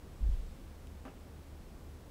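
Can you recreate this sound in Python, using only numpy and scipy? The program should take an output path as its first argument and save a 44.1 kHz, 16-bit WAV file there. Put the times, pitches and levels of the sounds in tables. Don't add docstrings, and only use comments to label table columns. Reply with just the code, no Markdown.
import sys
import numpy as np
from scipy import signal
from scipy.fft import rfft, irfft
from scipy.io import wavfile

SR = 44100
rng = np.random.default_rng(int(sys.argv[2]) if len(sys.argv) > 2 else 0)


def bounce(signal):
    frames = np.transpose(np.atleast_2d(signal))
    limited = np.clip(frames, -1, 1)
    pcm = np.round(limited * 32767).astype(np.int16)
    wavfile.write(sys.argv[1], SR, pcm)


N = 92610

# (time [s], relative level [dB], contact time [s])
FOOT_PUSHES = [(0.2065, -14, 0.0041), (0.2287, -3.2, 0.005), (0.2635, -12, 0.0048), (0.2902, -2, 0.003),
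               (0.3523, -9, 0.0023)]
# (frequency [Hz], level [dB], t60 [s])
FLOOR_MODES = [(32.2, -29, 0.64), (53.82, -20, .55), (70.1, -36, 0.89), (105, -49, .22), (163, -44.5, 0.13)]


def footfall():
    force = np.zeros(N)
    for at, db, contact in FOOT_PUSHES:
        push = np.exp(-(2 * (seconds() - at) / contact) ** 2)
        force += undb(db) * push / push.sum()
    return signal.fftconvolve(force, ring(FLOOR_MODES))[:N]


# (time [s], relative level [dB])
WOOD_KNOCKS = [(0.16, -19), (1.053, -3)]
# (frequency [Hz], relative density [dB])
CRACK_SPECTRUM = [(400, -16), (1000, 8), (1500, 8), (2400, -13), (4000, -26), (8000, -24), (15000, -40)]
# (frequency [Hz], level [dB], t60 [s])
WOOD_MODES = [(267.5, -41, 0.22), (636, -71, 0.097), (795, -53.5, 0.35), (1100, -75, 0.24),
              (1191, -51.5, .18), (1573, -50.5, 0.093)]
# (frequency [Hz], relative density [dB])
REFLECTION_SPECTRUM = [(100, -1), (250, -3), (450, 1.5), (1200, -6.5), (1800, -11.5), (2700, -12.5),
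                       (4200, -29), (8000, -31), (15000, -54)]


def wood_knocks():
    knocks = np.zeros(N)
    for at, db in WOOD_KNOCKS:
        crack = undb(-43.5) * noise(CRACK_SPECTRUM) * fade(at, t60=0.014)
        reflections = undb(-48.5) * noise(REFLECTION_SPECTRUM) * fade(at, t60=0.25, hold=0.023)
        knocks += undb(db) * (crack + ring(WOOD_MODES, at) + reflections)
    return knocks


# (frequency [Hz], relative density [dB])
CLOTH_SPECTRUM = [(800, -18), (2000, 1.5), (3400, 4), (5500, -3), (8000, -3), (15000, -20)]


def cloth_rustle():
    peak_s, rise_s, fall_s = 0.32, 0.12, 0.33
    age = seconds() - peak_s
    swell = np.exp(-np.maximum(-age / rise_s, age / fall_s))
    return undb(-67) * noise(CLOTH_SPECTRUM) * swell


# (frequency [Hz], relative density [dB])
TICK_SPECTRUM = [(1000, -14), (3000, 4), (6000, -10), (10000, -11), (15000, -20)]


def tick():
    return undb(-54) * noise(TICK_SPECTRUM) * fade(start=0.871, t60=0.014)


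def ventilation():
    drone_hz, waver_depth = 74.8, 0.3
    waver = 1 + waver_depth * (wander(rate_hz=5) + 1j * wander(rate_hz=5))
    drone = np.real(waver * np.exp(2j * np.pi * drone_hz * seconds()))
    return undb(-55) * drone / drone.std()


# (frequency [Hz], relative density [dB])
AIR_SPECTRUM = [(10, -20.5), (25, -0.5), (47, -3), (80, -5), (98, -9), (153, -11), (245, -14), (505, -20),
                (788, -25), (1770, -33), (4000, -38.5), (8000, -42.5), (15500, -45)]
# (frequency [Hz], rms level [dB])
WHINE_TONES = [(1162, -84), (1583, -90), (5340, -90), (7866, -86.5)]


def room_tone():
    whine = sum(undb(db) * np.sqrt(2) * np.sin(2 * np.pi * hz * seconds()) for hz, db in WHINE_TONES)
    return undb(-51) * noise(AIR_SPECTRUM) + whine


def undb(db):
    return 10 ** (np.asarray(db) / 20)


def seconds():
    return np.arange(N) / SR


def noise(spectrum):
    hz, db = np.array(spectrum).T
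    bin_hz = np.maximum(np.arange(N // 2 + 1) * SR / N, 1)
    gain = undb(np.interp(np.log(bin_hz), np.log(hz), db))
    shaped = irfft(rfft(rng.standard_normal(N)) * gain, N)
    return shaped / shaped.std()


def wander(rate_hz):
    bin_hz = np.arange(N // 2 + 1) * SR / N
    drift = irfft(rfft(rng.standard_normal(N)) * np.exp(-(bin_hz / rate_hz) ** 2), N)
    return drift / drift.std()


def fade(start, t60, hold=0):
    age = seconds() - start
    return (age >= 0) * np.exp(-np.log(1000) * np.maximum(age - hold, 0) / t60)


def ring(modes, start=0):
    age = seconds() - start
    return sum(undb(db) * np.sin(2 * np.pi * hz * age) * fade(start, t60) for hz, db, t60 in modes)


def scene():
    return (footfall() + wood_knocks() + cloth_rustle() + tick() + ventilation() + room_tone())[None]


def record(dry):
    low_cut_hz, high_cut_hz = 2.2, 15700
    low_cut = signal.butter(1, low_cut_hz, "high", fs=SR, output="sos")
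    high_cut = signal.ellip(12, .1, 70, high_cut_hz, fs=SR, output="sos")
    return signal.sosfilt(high_cut, signal.sosfilt(low_cut, dry))


dry = scene()
out = record(dry)
bounce(out)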